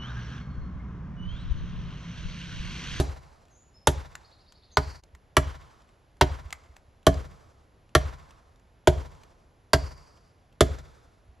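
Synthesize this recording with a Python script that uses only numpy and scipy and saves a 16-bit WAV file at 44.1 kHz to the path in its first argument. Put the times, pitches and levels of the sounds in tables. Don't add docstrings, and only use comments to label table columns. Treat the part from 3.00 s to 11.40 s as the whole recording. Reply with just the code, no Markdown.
import sys
import numpy as np
from scipy import signal
from scipy.fft import rfft, irfft
from scipy.io import wavfile
from scipy.ndimage import uniform_filter1d

SR = 44100
rng = np.random.default_rng(int(sys.argv[2]) if len(sys.argv) > 2 else 0)


def store_pcm(level_fs):
    pcm = np.round(np.clip(level_fs, -1, 1) * 32767).astype(np.int16)
    wavfile.write(sys.argv[1], SR, np.atleast_2d(pcm).T)


N = 370440
TIME = np.arange(-(SR // 10), N) / SR
AGE = np.arange(SR) / SR

# pitch_hz, level_db
AIR_COLOUR = [(15, -31), (25, -4), (74, -1), (208, -14.5), (700, -18), (7540, -41.5), (8580, -59.5),
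              (10800, -35.5), (12000, -51), (15600, -79), (22000, -120)]
# pitch_hz, likeness (1 = the same)
AIR_LIKENESS = [(60, 1), (270, 0.77), (600, 0.95), (1200, 0.07), (2600, 1), (12000, 0.93)]
AIR_DB = -60
# pitch_hz, level_db, fade_by_60_db_s, left_right_likeness
UNDERGROWTH = [(65, -11.5, 0.74, .85), (135, -13.5, 0.7, 0.7), (280, -20, 0.16, -0.11),
               (596, -14.5, 0.22, 0.32), (1200, -9, 0.11, -0.43), (2410, -17, 0.14, 0.97),
               (5000, -18, 0.21, 1), (11000, -16.5, 0.093, 1)]
# pitch_hz, level_db, fade_by_60_db_s, left_right_likeness
TRUNKS = [(140, 11, 1.2, 1), (300, 8.5, 1.1, 0.56), (600, 5.5, 1.3, 0), (1360, 8, 1.1, 0.018),
          (2410, 4.5, 0.87, 1), (5000, 4.5, 1.2, 1), (8000, 1, 1.3, 1), (12000, 1, 1, 1)]
GAP_S = 2.015

# start_s, length_s, pitch_hz, scoop_depth_hz, level_db
WHISTLES = [(0.496, 0.15, 6950, 716, -60), (.735, 0.057, 5200, 40, -56), (0.85, .045, 5300, 40, -53),
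            (1.706, .07, 6660, 420, -53)]
WHISTLE_FADE_S, SCOOP_AT_S, SCOOP_WIDTH_S = .02, .034, .021
TRILL_START_S, TRILL_STEP_S = 1.226, .078
TRILL_DB = -56.5

# time_s, peak_db
THUMPS = [(2.139, -42), (3.458, -33), (3.7, -44.5), (8.29, -43)]
# start_s, level_db, pitch_hz
CHIPS = [(1.1523, -34.5, 1653), (1.522, -51, 3950), (2.036, -53, 4500), (2.149, -49, 1800),
         (3.505, -44, 3117), (3.526, -28, 2158), (3.765, -47, 2199), (4.142, -41.5, 5000),
         (5.307, -51.5, 2946), (6.234, -51.5, 2900), (7.786, -49, 5980)]
# pitch_hz, level_db
CHIP_COLOUR = [(300, -12.5), (900, 7.5), (2200, 0), (5000, -4.5), (7500, 1.5), (11000, -13), (13000, -7.5)]
CHIP_S, CHIP_ECHO_DB = 0.0032, -29
CRUMBS_PER_S, CRUMB_DB, CRUMB_HZ = 2.5, -62.5, 3300
CRUMB_SPREAD_DB, CRUMB_SPREAD_OCTAVES = -1, .4

# start_s, force_db, bite_depth (0-1), knock_pitch_hz,
# crack_db, splinter_db, stone_pitch_hz, stone_echo_db (beside the snap)
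BLOWS = [(-.014, -1.5, 0.49, 757, -27.5, -28, 3960, -12), (0.8714, -1.5, 0.3, 826, -27.5, -27, 3490, -9.5),
         (1.77, -3.5, 0.1, 900, -29.5, -40, 4450, 2.5), (2.3675, 0.05, .23, 1013, -27.5, -29.5, 2967, -7.5),
         (3.2109, 0.5, 0.31, 954, -26, -37.5, 3090, -15),
         (4.0669, 0.5, 0.79, 1070, -27, -31.5, 3130, -14.5),
         (4.9505, 0.8, 0.36, 999, -26, -31.5, 3387, -14), (5.8727, 0.56, 0.8, 870, -29, -32.5, 3116, -12.5),
         (6.7327, -1, 0.49, 973, -24, -30.5, 4620, 1.5),
         (7.607, -0.06, 0.75, 1220, -26.5, -28.5, 3425, -7.5)]
# pitch_hz, relative_level_db, fade_by_60_db_s
SWAY = [(45.8, -11, 0.71), (68.2, 2.5, 0.37), (78.3, -7.5, .5), (87.3, 0, .19), (127.9, 3, 0.16),
        (145.6, 2, 0.15)]
# pitch_hz, relative_level_db, fade_by_60_db_s
STEM = [(185, -6.5, 0.17), (225, -10, 0.14), (280.5, -4.5, 0.14), (350, -3.5, .07), (367.5, -1, .1),
        (417.4, -4, 0.092), (460, -1.5, 0.047), (546, -5, 0.046), (609.4, -4, .08), (664, -1, .07),
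        (712, -8, 0.09), (814, -15, .12)]
# multiple_of_knock_pitch, relative_level_db, fade_by_60_db_s
CUT = [(.84, -1, 0.018), (1, 6, 0.017), (1.11, -6, 0.034), (1.378, -6.5, 0.039), (1.65, -7.5, 0.042),
       (1.898, -15, 0.04), (2.2, -15, 0.032)]
# pitch_hz, relative_level_db
CRACK = [(900, -25), (2050, -3.5), (2550, -2), (3200, 2.5), (4500, 1), (6000, -3.5), (8000, -16.5)]
# pitch_hz, relative_level_db
SPLINTER = [(3500, -27.5), (6000, -0.5), (7400, 1.5), (9000, -7), (11000, -1.5), (12500, -15)]
# pitch_hz, relative_level_db
SPLIT = [(700, -20), (1200, -1.5), (1550, 0.5), (2050, -1.5), (2600, -12.5), (4000, -31.5)]
# multiple_of_its_centre, relative_level_db
CLAP = [(.1, -9.5), (.35, -6.5), (0.698, 1), (0.999, -0.5), (1.399, -2.5), (1.999, -7.5), (3.198, -14),
        (7, -28)]
# pitch_hz, relative_level_db
SNAP = [(700, -10), (1900, 3.5), (2600, -1), (3400, -3.5), (5000, -3), (7500, -4), (11000, -12),
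        (12500, -17)]

THUD_DB, THUD_DEPTH_DB = -21.5, 3
STEM_DB, STEM_DEPTH_DB = -25, 12
KNOCK_DB, KNOCK_DEPTH_DB = -17.5, -9
SPLIT_DB, SPLIT_DEPTH_DB = -27, -5.5
CLAP_DB, CLAP_DEPTH_DB = -49, 0.5
STEM_HZ, STEM_DEPTH_OCTAVES = 550, -0.12
CLAP_HZ, CLAP_DEPTH_OCTAVES = 1290, -1.1
SNAP_DB, KNOCK_ECHO_DB = -56.5, -58

# pitch_hz, left_minus_right_db
BALANCE = [(300, -0.5), (600, -1), (1100, -2.5), (2000, -0.5), (3500, 0.54), (12000, 0)]
CUTOFF_HZ = 12300


def from_db(db):
    return 10 ** (np.asarray(db) / 20)


def at_hz(points, hz):
    points = np.array(points)
    return np.interp(np.log(np.maximum(hz, 1)), np.log(points[:, 0]), points[:, 1])


def bins(x):
    return np.fft.rfftfreq(x.shape[-1], 1 / SR)


def colour(x, spectrum):
    size = x.shape[-1]
    cepstrum = irfft(np.log(from_db(at_hz(spectrum, bins(x)))), size)
    cepstrum[1:size // 2] *= 2
    cepstrum[size // 2 + 1:] = 0
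    return irfft(rfft(x) * np.exp(rfft(cepstrum)), size)


def resonate(x, hz, q):
    peak = signal.iirpeak(min(hz, SR / 3), max(q, .7), fs=SR)
    return signal.lfilter(*peak, x)


def at_level(x, db):
    return x * from_db(db) / np.sqrt(np.mean(x[:SR // 25] ** 2) + 1e-20)


def add(track, s, sound):
    start = np.searchsorted(TIME, s)
    part = sound[:len(track) - start]
    track[start:start + len(part)] += part


def dying(t60):
    return from_db(-60 * AGE / max(t60, 1e-4))


def swell(rise_s):
    return 1 - np.exp(-(AGE / rise_s) ** 2)


def stereo_noise(likeness, size):
    mid, side = rfft(rng.standard_normal((2, size)))
    alike = np.clip(at_hz(likeness, np.fft.rfftfreq(size, 1 / SR)), -1, 1)
    shared = np.sqrt((1 + alike) / 2) * mid
    opposed = np.sqrt((1 - alike) / 2) * side * [[1], [-1]]
    return irfft(shared + opposed, size)


def air():
    noise = colour(stereo_noise(AIR_LIKENESS, len(TIME)), AIR_COLOUR)
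    return from_db(AIR_DB) * noise / noise.std()


def forest_echo(bands, rise_s, patchy_db):
    size = 2 * SR
    age, centres = np.arange(size) / SR, np.array(bands)[:, 0]
    uneven = np.interp(age, np.linspace(0, 2, 130), rng.standard_normal(130))
    patches = from_db(patchy_db * uneven)
    rise = 1 - np.exp(-(age / rise_s) ** 2)
    noise = stereo_noise([(hz, likeness) for hz, db, t60, likeness in bands], size)
    out = 0
    for hz, db, t60, likeness in bands:
        share = at_hz(np.column_stack([centres, centres == hz]), bins(noise))
        band = irfft(rfft(noise) * share, size)
        shape = from_db(-60 * age / t60) * rise * patches
        out = out + band * from_db(db) * shape / np.linalg.norm(shape)
    return out


def echoed(x, echo):
    early = TIME < GAP_S
    out = 0
    for part in (early, ~early):
        spread = signal.fftconvolve((x * part)[None], echo, axes=1)[:, :len(x)]
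        out = out + spread * part
    return out


def whistle(length_s, hz, scoop_hz, db):
    waver = uniform_filter1d(rng.standard_normal(SR), size=100)
    scoop = scoop_hz * np.exp(-((AGE - SCOOP_AT_S) / SCOOP_WIDTH_S) ** 2)
    pitch = (hz - scoop) * (1 + 0.13 * waver)
    loud = np.clip(np.minimum(AGE, length_s - AGE) / WHISTLE_FADE_S, 0, 1)
    return from_db(db) * loud * np.sin(2 * np.pi * np.cumsum(pitch) / SR)


def trill(count):
    out = np.zeros(len(TIME))
    along = np.clip(AGE / 0.045, 0, 1)
    for k in range(count):
        hz = (3500 + 1700 * along) * (1 + 0.029 * rng.standard_normal())
        husk = signal.lfilter(*signal.butter(2, 260, fs=SR), rng.standard_normal(SR))
        tone = np.sin(2 * np.pi * np.cumsum(hz) / SR)
        slur = np.sin(np.pi * along) * husk / husk.std() * tone
        add(out, TRILL_START_S + k * TRILL_STEP_S, from_db(TRILL_DB) * slur)
    return out


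def birds():
    out = trill(count=7)
    for s, *note in WHISTLES:
        add(out, s, whistle(*note))
    leaves = rng.standard_normal(SR) * dying(.55)
    blurred = signal.fftconvolve(out, leaves / np.linalg.norm(leaves))[:len(out)]
    return .5 * out + .65 * blurred


def thump(peak_db):
    sound = swell(0.0094) * dying(0.104) * np.sin(2 * np.pi * 66 * AGE)
    return from_db(peak_db) * sound / np.abs(sound).max()


def fibres(t60, grain_db, per_s):
    snaps = (rng.random(SR) < per_s / SR) * rng.choice([-1, 1], SR)
    sizes = from_db(grain_db * np.minimum(rng.exponential(1, SR), 3))
    return snaps * sizes * dying(t60)


def crumbs():
    rows = []
    for when, size, pitch in rng.random((int(CRUMBS_PER_S * N / SR), 3)):
        db = CRUMB_DB + CRUMB_SPREAD_DB * (2 * size - 1)
        hz = CRUMB_HZ * 2 ** (CRUMB_SPREAD_OCTAVES * (2 * pitch - 1))
        rows.append((when * N / SR, db, hz))
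    return rows


def chip(db, hz, length_s):
    crackle = colour(fibres(length_s * 6.5, 3.2, 9000) * swell(length_s / 5), CHIP_COLOUR)
    sound = crackle + 1.9 * resonate(crackle, hz, q=3.8)
    return from_db(db) * sound * np.sqrt(length_s * SR) / np.linalg.norm(sound)


def struck(modes, scatter_db, detune, lag_s, looseness):
    chance = rng.standard_normal((len(modes), 3))
    age = AGE - lag_s
    out = 0
    for (hz, db, t60), (strength, pitch, phase) in zip(modes, chance):
        turns = hz * (1 + detune * pitch) * age + looseness * phase
        out = out + from_db(db + scatter_db * strength) * dying(t60) * np.cos(2 * np.pi * turns)
    return out


def sway(lag_s, rise_s):
    age = AGE - lag_s
    tones = sum(from_db(db) * dying(t60) * np.cos(2 * np.pi * hz * age) for hz, db, t60 in SWAY)
    return swell(rise_s) * tones


def stem_ring(centre_hz):
    modes = [(hz, db - 5 * np.log2(hz / centre_hz) ** 2, t60) for hz, db, t60 in STEM]
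    first = struck(modes, scatter_db=3.5, detune=0.0097, lag_s=.004, looseness=0.17) * swell(0.0039)
    second = struck(modes, scatter_db=3.0, detune=0.0034, lag_s=.004, looseness=0.28) * swell(0.0067)
    return first + 0.18 * np.interp(AGE - .015, AGE, second, left=0)


def crushing(stone_hz, crack_db):
    bite = fibres(0.054, 3.0, 12000) * (1 + 2.0 * dying(0.0023)) + 0.099 * fibres(0.081, 3.0, 7600)
    tear = at_level(colour(bite, CRACK), 0)
    stone = at_level(resonate(bite, stone_hz, q=7.5), -1.2)
    return at_level((tear + stone) * swell(0.00045), crack_db)


def splintering(splinter_db):
    shreds = fibres(0.033, 0.87, 9000) * (1 + dying(0.005)) + 0.099 * fibres(0.13, 3.7, 8600)
    return at_level(colour(shreds, SPLINTER) * swell(0.00026), splinter_db)


def cut_knock(knock_hz, depth):
    cut = [(knock_hz * k, db, t60) for k, db, t60 in CUT]
    knock = struck(cut, scatter_db=5.5, detune=0.023, lag_s=.002, looseness=0.28) * swell(0.0015)
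    return at_level(knock, KNOCK_DB + KNOCK_DEPTH_DB * depth)


def thrown_out(force, depth, knock_hz, stone_hz, ring_db):
    pulse = signal.unit_impulse(SR)
    clap_hz = CLAP_HZ * 2 ** (CLAP_DEPTH_OCTAVES * depth)
    clap_colour = [(clap_hz * k, db) for k, db in CLAP]
    clap = at_level(colour(pulse, clap_colour), CLAP_DB + CLAP_DEPTH_DB * depth)
    clap += at_level(resonate(pulse, knock_hz * 1.03, q=4.6), KNOCK_ECHO_DB)
    snap = at_level(colour(pulse, SNAP), 0) + at_level(resonate(pulse, stone_hz, q=10.0), ring_db)
    return force * clap + from_db(SNAP_DB) * snap


def blow(force_db, depth, knock_hz, crack_db, splinter_db, stone_hz, ring_db):
    depth, force = np.clip(depth, 0, 1), from_db(force_db)
    crack = crushing(stone_hz, crack_db)
    splinter = splintering(splinter_db)
    split = colour(fibres(.04, 2.7, 9000) * swell(0.0017), SPLIT)
    split = at_level(split, SPLIT_DB + SPLIT_DEPTH_DB * depth)
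    knock = cut_knock(knock_hz, depth)
    stem = stem_ring(STEM_HZ * 2 ** (STEM_DEPTH_OCTAVES * depth))
    stem = at_level(stem, STEM_DB + STEM_DEPTH_DB * depth)
    thud = at_level(sway(lag_s=.0165, rise_s=0.016), THUD_DB + THUD_DEPTH_DB * depth)
    close = crack + splinter + force * (split + knock + stem + thud)
    return close, thrown_out(force, depth, knock_hz, stone_hz, ring_db)


def scene():
    background = birds() + air()
    undergrowth = forest_echo(UNDERGROWTH, rise_s=0.007, patchy_db=3.5)
    trunks = forest_echo(TRUNKS, rise_s=0.044, patchy_db=2.6)
    close, thrown = np.zeros((2, len(TIME)))
    for s, peak_db in THUMPS:
        add(close, s - .008, thump(peak_db))
    for s, db, hz in CHIPS + crumbs():
        sound = chip(db, hz, CHIP_S)
        add(close, s, sound)
        add(thrown, s, sound * from_db(CHIP_ECHO_DB))
    for s, *stroke in BLOWS:
        near, outward = blow(*stroke)
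        add(close, s, near)
        add(thrown, s, outward)
    wet = echoed(close, undergrowth) + echoed(thrown, trunks)
    dip = 1 - .9 * np.exp(-((TIME - GAP_S) / .015) ** 4)
    return ((close + wet + background) * dip)[:, -N:]


def record(dry):
    lean = from_db(at_hz(BALANCE, bins(dry)) / 2 * np.array([[1], [-1]]))
    left, right = irfft(rfft(dry) * lean, N)
    port = signal.iirnotch(8950, 5.0, fs=SR)[1]
    ports = np.array([signal.lfilter(port[::-1], port, left), right])
    top = .95
    rounded = ports / (1 + (ports / top) ** 4) ** .25
    treble_cut = signal.ellip(10, .3, 80, CUTOFF_HZ, fs=SR, output="sos")
    return signal.sosfilt(treble_cut, rounded)


dry = scene()
out = record(dry)
store_pcm(out)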